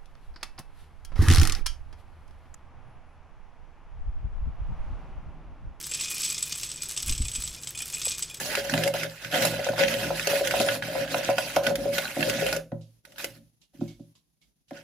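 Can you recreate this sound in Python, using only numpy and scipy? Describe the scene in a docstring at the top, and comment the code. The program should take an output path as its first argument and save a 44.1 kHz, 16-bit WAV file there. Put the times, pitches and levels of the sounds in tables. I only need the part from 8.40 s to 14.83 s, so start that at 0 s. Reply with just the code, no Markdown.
"""At a kitchen table, a small stereo microphone stands close by in faint room hush.
First a wooden spoon stirs thick yolk and sugar round a plastic bowl: slips of noise scrape, bursts tick on the
wall, damped sines ring the bowl hollow near 550 Hz and boom the table top. After 4.3 s the stirring stops:
soft noise puffs rustle and quiet touches follow; from 4.9 to 5.7 s bowl and jug shift with thuds on the table.
A last light tap comes at 6.3 s. An expander sinks the quiet gaps."""
import sys
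import numpy as np
from scipy import signal
from scipy.fft import rfft, irfft, next_fast_len
from scipy.io import wavfile
from scipy.ndimage import uniform_filter1d

SR = 44100
rng = np.random.default_rng(int(sys.argv[2]) if len(sys.argv) > 2 else 0)


def pcm_store(signal):
    """Save signal as 16-bit PCM."""
    levels = np.round(np.clip(np.atleast_2d(signal), -1, 1) * 32767)
    wavfile.write(sys.argv[1], SR, levels.astype(np.int16).T)


N = 283563
T = np.arange(N) / SR
CREST_DB = 9  # nominal peak of a tick or rustle over its rms


def gain_of(db):
    """Decibels to amplitude."""
    return 10 ** (np.asarray(db) / 20)


def evened(x):
    """Scales to rms 1."""
    return x / np.sqrt(np.mean(x ** 2) + 1e-20)


def colour(x, points, share=1):
    """Filters by a (f/Hz, level/dB) spectrum, or by a share of its decibels."""
    size = next_fast_len(N + SR // 4)
    hz, db = np.transpose(points)
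    shape_db = np.interp(np.log(np.fft.rfftfreq(size, 1 / SR) + 1), np.log(hz + 1), db)
    return irfft(rfft(x, size) * gain_of(share * shape_db), size)[..., :N]


def toned(x, noise, points):
    """Colours x, scaled so that the given noise would come out at rms 1."""
    return colour(x, points) / np.std(colour(noise, points))


def wander(per_s):
    """Slow chance drift between -1.6 and 1.6, with so many turning points a second."""
    knots = np.clip(rng.standard_normal(400), -1.6, 1.6)
    return np.interp(T * per_s, np.arange(400), knots)


def grit(per_s, spread_db):
    """Slips of spoon and sugar grains: clicks of uneven size and random sign, scaled to rms 1."""
    size_db = spread_db * np.minimum(rng.exponential(1, N), 5)
    clicks = gain_of(size_db) * rng.choice([-1., 1.], N)
    return evened(clicks * (rng.random(N) < per_s / SR))


def ringing(modes, rise_cycles):
    """One dying sine for every mode, as rows; a soft contact lets it swell over the first cycles."""
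    t = T[:SR // 2]
    rings = []
    for hz, db, t60 in modes:
        swell = 1 - np.exp(-t * hz / rise_cycles)
        rings.append(gain_of(db - 60 * t / t60) * np.sin(2 * np.pi * hz * t) * swell)
    return np.array(rings)


def flares(seconds, peaks_db, t60, rise_s):
    """Power envelope of quick rises and dying tails."""
    power = np.zeros(N)
    for s, db in zip(seconds, peaks_db):
        part = power[round(s * SR):][:SR // 2]
        t = T[:len(part)]
        part += (gain_of(db - 60 * t / t60) * np.minimum(t / rise_s, 1)) ** 2
    return power


def stroked(rows, levels_db, lift_db_per_s, rest_db):
    """Level in dB of all strokes together: each bites, eases off while it lasts, then lifts."""
    bite_db_per_s, ease_db_per_s = 599.5, 8.5
    power = np.full(N, gain_of(rest_db) ** 2)
    for (start, length, *_), db in zip(rows, levels_db):
        t = T - start
        bite = bite_db_per_s * np.maximum(-t, 0)
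        ease = ease_db_per_s * np.clip(t, 0, length)
        lift = lift_db_per_s * np.maximum(t - length, 0)
        power += gain_of(np.maximum(db - bite - ease - lift, -150)) ** 2
    return 10 * np.log10(power)


def lumpy(x, patchy_db):
    """Time-frequency patches drift in level, alike in every row of x."""
    z = signal.stft(x, nperseg=256, noverlap=192)[2]
    patches = uniform_filter1d(rng.standard_normal(z.shape[1:]), 3, 0)
    patches = evened(uniform_filter1d(patches, 14, 1))
    return signal.istft(z * gain_of(patchy_db * patches), nperseg=256, noverlap=192)[1][:, :N]


def body(modes, rub, blows, held_s, rings_on):
    """Rubbing drives every mode unevenly as the spoon travels; each blow strikes another spot, soon damped."""
    rings = ringing(modes, 1.1)
    rings = rings * (-1.) ** np.arange(len(modes))[:, None]  # neighbouring modes push opposite ways
    pivot_hz = modes[len(modes) // 3][0]
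    octaves = np.minimum(np.log2(np.array(modes)[:, 0] / pivot_hz), .5)
    spots_db = 1.7 * rng.standard_normal((len(blows), len(modes))) + np.outer(blows[:, 2], octaves)
    # what struck stays in touch: most of the ring dies early, a share rings on
    struck = gain_of(spots_db) @ rings * (rings_on + np.exp(-T[:SR // 2] / held_s))
    out = np.zeros(N + SR)
    for (s, db, _), ring in zip(blows, struck):
        out[round(s * SR):][:len(ring)] += gain_of(db) * ring / abs(ring).max()
    drive = grit(450, 2.8) * rub / np.linalg.norm(rings)
    for ring in rings:
        out[:N] += signal.oaconvolve(drive * gain_of(3.2 * wander(18)), ring)[:N]
    return out[:N]


def reflections(x, t60, count):
    """A short spray of dying echoes, together of energy 1, lasting count samples."""
    tail = rng.standard_normal(count) * gain_of(-60 * T[:count] / t60)
    return signal.oaconvolve(x, tail / np.linalg.norm(tail))[:N]


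# spectrum of the room hush: [f/Hz, density/dB per Hz, relative]
HUSH_SPECTRUM = [(40, -24.5), (161, -7), (252, -18.5), (616, -25), (1250, -33), (6500, -27.5),
                 (8400, -39.5), (9800, -23.5), (13500, -31.5), (15200, -42)]


def room_hush():
    """Steady coloured noise, independent on left and right."""
    return gain_of(-67.5) * evened(colour(rng.standard_normal((2, N)), HUSH_SPECTRUM))


# strokes of the spoon along the wall: [start t/s, length t/s, scrape level/dB,
# fizz level relative to scrape/dB, bowl ring level/dB]
SPOON_STROKES = [(0, 0.093, -49.5, 10, -39.5), (0.106, 0.091, -38, -0.5, -37.5),
                 (0.246, 0.078, -44, -1.5, -39), (0.319, 0.15, -43, 3, -30.5), (0.558, 0.083, -39, -4, -41),
                 (0.696, 0.3, -55, 2, -68), (0.826, 0.061, -48.5, -3, -49.5), (0.928, 0.092, -37, -1, -29),
                 (1.007, 0.071, -42.5, 9, -31.5), (1.114, 0.19, -42, -2.5, -39.5),
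                 (1.334, 0.049, -49, 0.5, -41), (1.394, 0.039, -31, -6.5, -25.5),
                 (1.477, 0.23, -40.5, 0.5, -32), (1.757, 0.1, -42.5, 3, -40), (1.9, 0.099, -39, 3, -33.5),
                 (2.052, 0.11, -39, -1, -33), (2.165, 0.19, -39, 0.5, -33), (2.434, 0.18, -45.5, 2, -34.5),
                 (2.564, 0.27, -44, -7.5, -39), (2.723, 0.063, -47, 6.5, -35),
                 (2.838, 0.069, -37.5, -3, -37.5), (2.971, 0.22, -45, 2, -39), (3.241, 0.062, -43, -1, -28),
                 (3.385, 0.11, -53.5, 5, -32.5), (3.538, 0.11, -41.5, 4, -40),
                 (3.677, 0.11, -48.5, 4.5, -51), (3.799, 0.1, -41, 4, -29), (3.935, 0.21, -39.5, -1, -34.5),
                 (4.663, 0.072, -77, 10.5, -60), (4.794, 0.045, -51, 6.5, -52),
                 (4.899, 0.066, -67.5, 6.5, -63), (5.351, 0.16, -78, 11, -67),
                 (6.347, 0.055, -55.5, -7.5, -51.5)]


def stroke_levels():
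    """Scrape, fizz and bowl levels in dB, all following the same strokes."""
    scrape, fizz, press = np.transpose(SPOON_STROKES)[2:]
    return [stroked(SPOON_STROKES, db, 350.5, -110) for db in (scrape, scrape + fizz, press)]


# sharp ticks of the spoon on the wall: [t/s, level/dB, fizz level relative to tick/dB, pitch f/Hz]
SPOON_TICKS = [(0.152, -14, -14, 2780), (0.170, -26.5, -16.5, 1620), (0.296, -25, -4.5, 1490),
               (0.338, -14.5, -15, 1490), (0.377, -15.5, -21.5, 2020), (0.4356, -18.5, -8, 2590),
               (0.4757, -23, -4.5, 1610), (0.538, -32, 0.5, 1490), (0.633, -20, -14, 1430),
               (0.847, -22.5, -24.5, 1530), (0.942, -16.5, -26.5, 1500), (1.022, -17, -8.5, 2200),
               (1.050, -21, 0.5, 4460), (1.288, -18.5, -24.5, 1470), (1.3806, -20, -25, 1460),
               (1.436, -11.5, -26, 2520), (1.482, -14.5, -21, 2530), (1.539, -22, -7, 2700),
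               (1.796, -16, -27, 1770), (1.871, -18, -5, 2780), (2.0726, -16.5, -11, 2100),
               (2.1094, -16, -12, 1490), (2.200, -15, -10.5, 2640), (2.287, -12, -31.5, 2050),
               (2.424, -18, -31, 1670), (2.744, -17, -29.5, 1490), (2.9822, -14, -14.5, 1480),
               (3.162, -20, -4, 1360), (3.267, -13, -14, 1520), (3.355, -20.5, -7.5, 2050),
               (3.582, -11.5, -16, 2760), (3.654, -20.5, -31, 1520), (3.807, -18, -19, 2730),
               (3.828, -11.5, -29.5, 1730), (3.897, -15, -11.5, 2800), (4.0646, -17.5, -12.5, 2950),
               (4.127, -17, -11.5, 1460), (4.163, -26.5, -3.5, 1470), (4.318, -40.5, -37.5, 1920),
               (4.651, -43, -3.5, 1560), (4.7214, -44, -12.5, 3510), (4.760, -40, -24, 3000),
               (4.782, -35, -1.5, 4760), (4.843, -29, 2, 1770), (6.308, -42.5, -12.5, 2190)]


def spoon_contact():
    """Gain of the rubbing contact: it chatters, and sticks before a tick."""
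    at = np.transpose(SPOON_TICKS)[0]
    ahead_s = np.append(at, np.inf)[np.searchsorted(at, T)] - T
    return (1 - 0.21 * np.exp(-ahead_s / 0.019)) * gain_of(2.0 * wander(45))


def spoon_drive(scrape_db, fizz_db, contact, snaps):
    """Slips of the strokes plus noise bursts of the ticks: a coarse push and a fine one, two rows each."""
    at, tick_db, tick_fizz_db, _ = np.transpose(SPOON_TICKS)
    tick_t60 = .028  # s
    crackle = uniform_filter1d(abs(grit(220, 1.1)), 60)  # sugar lumps crush in short bursts
    slips = np.array([grit(9000, 1.4), grit(15000, 3.7)])
    slips = evened(slips * (1 + .7 * crackle)) * contact
    spike = flares(at, tick_db - CREST_DB + 0.5, 0.005, 0.00013)  # the first contact of a tick
    tick = flares(at, tick_db - CREST_DB, tick_t60, 0.00024)
    tick_fizz = flares(at, tick_db + tick_fizz_db, 1.5 * tick_t60, 0.0015)
    push = slips * gain_of(scrape_db) + snaps * np.sqrt(tick + spike)
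    fine = slips * gain_of(fizz_db) + snaps * np.sqrt(tick_fizz)
    return push, fine


# spectrum of wood scraping on plastic: [f/Hz, density/dB per Hz, relative]
SCRAPE_SPECTRUM = [(530, -16), (900, -2), (1150, -37.5), (1510, 8.5), (2250, -2), (2650, 2.5), (3460, -3),
                   (7000, -19), (9100, -34), (15400, -120)]


def scraping(push, snaps):
    """The coarse push as broad coloured noise."""
    return toned(push, snaps, SCRAPE_SPECTRUM)


# modes of the bowl wall: [f/Hz, level/dB, t60 t/s]
WALL_MODES = [(1490, 9, 0.082), (2254, 3.8, 0.017), (2640, 3, 0.011), (3230, 4, 0.015)]


def wall_ring(push):
    """The coarse push excites short wall modes, each wandering in level as the spoon travels."""
    rings = ringing(WALL_MODES, 0.64)[:, :3000]
    wall = np.zeros((2, N))
    for ring in rings:
        drive = push * gain_of(3.5 * wander(16))
        wall += signal.oaconvolve(drive, ring[None], axes=1)[:, :N]
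    return gain_of(-8.0) * wall / np.linalg.norm(rings)


# spectrum of the fine fizz: [f/Hz, level/dB, relative]
FIZZ_SPECTRUM = [(4500, -4), (8000, -6.5), (8600, -16), (9300, -3), (10500, -4.5), (15000, -8.5),
                 (16000, -30)]


def fizzing(fine, snaps):
    """The fine push as bright coloured noise."""
    return toned(fine, snaps, FIZZ_SPECTRUM)


def smacks():
    """Wet batter lets go of the spoon: short blips at twelve pitches, each sliding upward."""
    per_s, cycles = 110, 4.6
    out = np.zeros((2, N))
    for hz in np.geomspace(1350, 5380, num=12):
        u = np.arange(0, 1, hz / cycles / SR)  # progress through the blip
        blip = np.sin(np.pi * u ** 1.4) ** 2 * np.sin(2 * np.pi * cycles * u * (1 + 0.07 * u))
        train = signal.oaconvolve(grit(per_s / 12, 3.5), blip / np.linalg.norm(blip))[:N]
        out += np.outer(rng.uniform(.3, 1, 2), train)
    return evened(out)


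def pings():
    """Each tick rings one spot of the wall at its own pitch, falling 60 dB in 56 cycles."""
    out, t = np.zeros(N), T[:2000]
    for s, db, _, hz in SPOON_TICKS:
        out[round(s * SR):][:2000] += gain_of(db - 6 - 60 * t * hz / 56) * np.sin(2 * np.pi * hz * t)
    return out


def spoon_treble(scrape_db, fizz_db, contact):
    """Scrape, wall, fizz, wet smacks and pings, in two unlike rows: shared and one-sided."""
    snaps = rng.standard_normal((2, N))
    push, fine = spoon_drive(scrape_db, fizz_db, contact, snaps)
    rubbed = scraping(push, snaps) + wall_ring(push) + fizzing(fine, snaps)
    # wet batter colours the rubbing in drifting patches
    return lumpy(rubbed, 3.3) + smacks() * gain_of(scrape_db - 2.5) + pings()


# modes of the hollow bowl: [f/Hz, level/dB, t60 t/s]
BOWL_MODES = [(430, -8.5, 0.062), (521.6, -10.5, 0.041), (554.1, 7, 0.11), (604, -1.5, 0.08),
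              (644.5, 1.5, 0.048), (733, -3.5, 0.04), (894, -13.5, 0.036), (1014, -15.5, 0.032),
              (1400, -11, 0.019)]
# hollow knocks on the bowl: [t/s, level/dB, hardness/dB per octave]
BOWL_KNOCKS = [(0.174, -19.5, -24.5), (0.339, -18.5, 14.5), (0.38, -22, 3.5), (0.415, -25, 0.5),
               (0.461, -20.5, 0.5), (0.541, -20, 6.5), (0.645, -26, -9.5), (1.026, -21.5, -1),
               (1.039, -21.5, 0.5), (1.134, -25, 7.5), (1.19, -19, -7), (1.266, -18, 10.5),
               (1.287, -15.5, 3.5), (1.332, -22, 8.5), (1.413, -25.5, 4.5), (1.704, -18, 12),
               (1.872, -17, -17), (1.93, -15, -5), (2.011, -15, -12.5), (2.138, -14.5, 19),
               (2.203, -13, 1.5), (2.527, -28, 5.5), (2.553, -21.5, 18), (2.744, -16.5, 21),
               (2.888, -12.5, 11.5), (2.899, -20, 22.5), (2.982, -17.5, 27), (3.165, -10, 14),
               (3.225, -23.5, 1.5), (3.266, -24.5, 22.5), (3.307, -25, 15.5), (3.455, -17, -13),
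               (3.585, -23.5, 0), (3.767, -21, 1.5), (3.876, -20, -19.5), (3.984, -22.5, -1.5),
               (4.022, -14.5, -14.5), (4.06, -18.5, -6), (4.127, -20.5, -8.5), (4.165, -22, -20),
               (4.319, -26.5, 2.5), (4.843, -33, -1), (5.336, -55.5, 2), (5.411, -34.5, 12),
               (5.594, -48.5, -2), (6.309, -32.5, 7.5)]


def plastic_bowl(bowl_db, contact):
    """Rubbed and knocked modes; the squeezed, batter-loaded wall drifts in pitch."""
    bowl = body(BOWL_MODES, gain_of(bowl_db) * contact, np.array(BOWL_KNOCKS), 0.024, 0.4)
    bend_s = .0007 * uniform_filter1d(wander(20), size=900)
    return np.interp(T + bend_s, T, bowl)


# modes of the table top: [f/Hz, level/dB, t60 t/s]
TABLE_MODES = [(114.7, -2, 0.43), (160.6, -1, 0.33), (214, 0, 0.13), (238.6, 1.5, 0.086),
               (289.5, -0.5, 0.11), (345.1, -8.5, 0.21)]
# thuds of bowl and jug on the table: [t/s, level/dB, hardness/dB per octave]
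TABLE_THUDS = [(0.337, -22.5, -2.5), (0.851, -34, -11.5), (0.931, -26.5, -0.5), (1.293, -23.5, -5.5),
               (1.401, -26, -0.5), (2.194, -18.5, 7), (2.426, -30.5, -22), (2.883, -23.5, 1),
               (3.163, -24.5, 1.5), (3.266, -26.5, 5), (3.763, -25.5, 11.5), (3.784, -21.5, 9.5),
               (3.897, -31.5, 12), (3.985, -28, -2.5), (4.32, -22, -3), (4.346, -33.5, -7.5),
               (5.342, -44.5, 9.5), (5.387, -32.5, 2), (5.413, -17, 7), (5.598, -32, 0.5),
               (6.313, -32.5, 10.5)]
# modes of the whole table rocking: [f/Hz, level/dB, t60 t/s]
ROCKING_MODES = [(44.5, -1, 0.11), (53.7, -0.5, 0.46)]
# bowl and jug shifting on the table top: [start t/s, length t/s, level/dB]
TABLE_SHIFTS = [(4.855, 0.13, -54.5), (5.357, 0.047, -57.5), (5.394, 0.039, -45), (5.594, 0.071, -66)]


def table_top():
    """The table takes a share of the press on the bowl, booms under thuds and shifts, and rocks slowly."""
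    press_db = np.transpose(SPOON_STROKES)[4] - 5.5
    shift_db = np.transpose(TABLE_SHIFTS)[2]
    table_db = stroked(SPOON_STROKES + TABLE_SHIFTS, [*press_db, *shift_db], 158, -75.5)
    table = body(TABLE_MODES, gain_of(table_db), np.array(TABLE_THUDS), 0.18, 0.6)
    rocking_db = 0.56 * uniform_filter1d(table_db, 6000) - 27.0  # heavy, so slow to follow
    rock = ringing(ROCKING_MODES, 0.76).sum(0)
    rocking = gain_of(rocking_db) * rng.standard_normal(N)
    return table + signal.oaconvolve(rocking, rock / np.linalg.norm(rock))[:N]


# faint soft rustles in the pauses: [t/s, level/dB, streak pitch f/Hz]
PAUSE_RUSTLES = [(4.411, -53, 4570), (5.215, -53, 2850), (5.405, -49.5, 2570), (5.478, -45.5, 2200),
                 (5.5964, -61, 3020), (5.7524, -54.5, 1050), (6.014, -56, 2204), (6.282, -54.5, 2960)]
# spectrum of their hiss: [f/Hz, density/dB per Hz, relative]
RUSTLE_SPECTRUM = [(880, -31), (1500, -33), (2110, -26), (2900, -15.5), (3430, -13), (8000, -22),
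                   (17600, -120)]


def rustles():
    """Brief puffs of patchy hiss, each with one fuzzy narrow streak: a sine under slow noise."""
    at, db, hz = np.transpose(PAUSE_RUSTLES)
    hiss = evened(lumpy(colour(rng.standard_normal((2, N)), RUSTLE_SPECTRUM), 1.0))
    pitch = hz[np.maximum(np.searchsorted(at, T) - 1, 0)]
    waver = uniform_filter1d(rng.standard_normal((2, N)), round(.009 * SR))  # 9 ms average
    streak = evened(waver * np.sin(2 * np.pi * pitch * T))
    return (hiss + gain_of(-8) * streak) * np.sqrt(flares(at, db - CREST_DB, .28, 0.00082))


# filter on the one-sided sound: [f/Hz, level/dB]
SIDE_FILTER = [(60, -15), (180, -15), (550, -9), (1650, -4), (4970, -1), (15000, 0)]
# filter difference, left minus right: [f/Hz, level/dB]
LEFT_LEAN = [(60, -2.5), (300, 1), (950, -2.5), (2380, -4.5), (5500, -6.5), (8000, -0.5), (13000, 2.5)]


def scene():
    """The kitchen answers briefly; the two ports agree in the bass and differ in the treble."""
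    hush = room_hush()
    scrape_db, fizz_db, bowl_db = stroke_levels()
    contact = spoon_contact()
    treble = spoon_treble(scrape_db, fizz_db, contact) + rustles()
    low = plastic_bowl(bowl_db, contact) + table_top()
    mid = treble[0] + gain_of(-8.5) * reflections(treble[0], 0.22, count=12000)
    mid += low + gain_of(-4.5) * reflections(low, 0.29, count=14000)
    side = colour(treble[1] + gain_of(2) * reflections(low, 0.087, count=16000), SIDE_FILTER)
    left = colour(mid + side, LEFT_LEAN, .5)
    right = colour(mid - side, LEFT_LEAN, -.5)
    return np.array([left, right]) + hush


# response of the microphone and its mount: [f/Hz, level/dB]
MIC_RESPONSE = [(22, -42), (40, -7), (55, -1), (78, -11.5), (110, -1)]


def record(dry):
    """Microphone bass cut; an expander lowers whatever falls under its threshold; then the band limit."""
    threshold_db, edge_hz = -62.5, 16300
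    heard = colour(dry, MIC_RESPONSE)
    power_db = 10 * np.log10(abs(uniform_filter1d((heard ** 2).mean(0), 600)) + 1e-12)
    under_db = np.clip(threshold_db - power_db, 0, 12)
    quiet = heard / gain_of(1.9 * uniform_filter1d(under_db, 600))  # 1.9 dB down per dB under
    low_pass = signal.firwin(511, edge_hz, window=("kaiser", 9), fs=SR)
    return signal.oaconvolve(quiet, low_pass[None], "same")


dry = scene()
out = record(dry)
pcm_store(out)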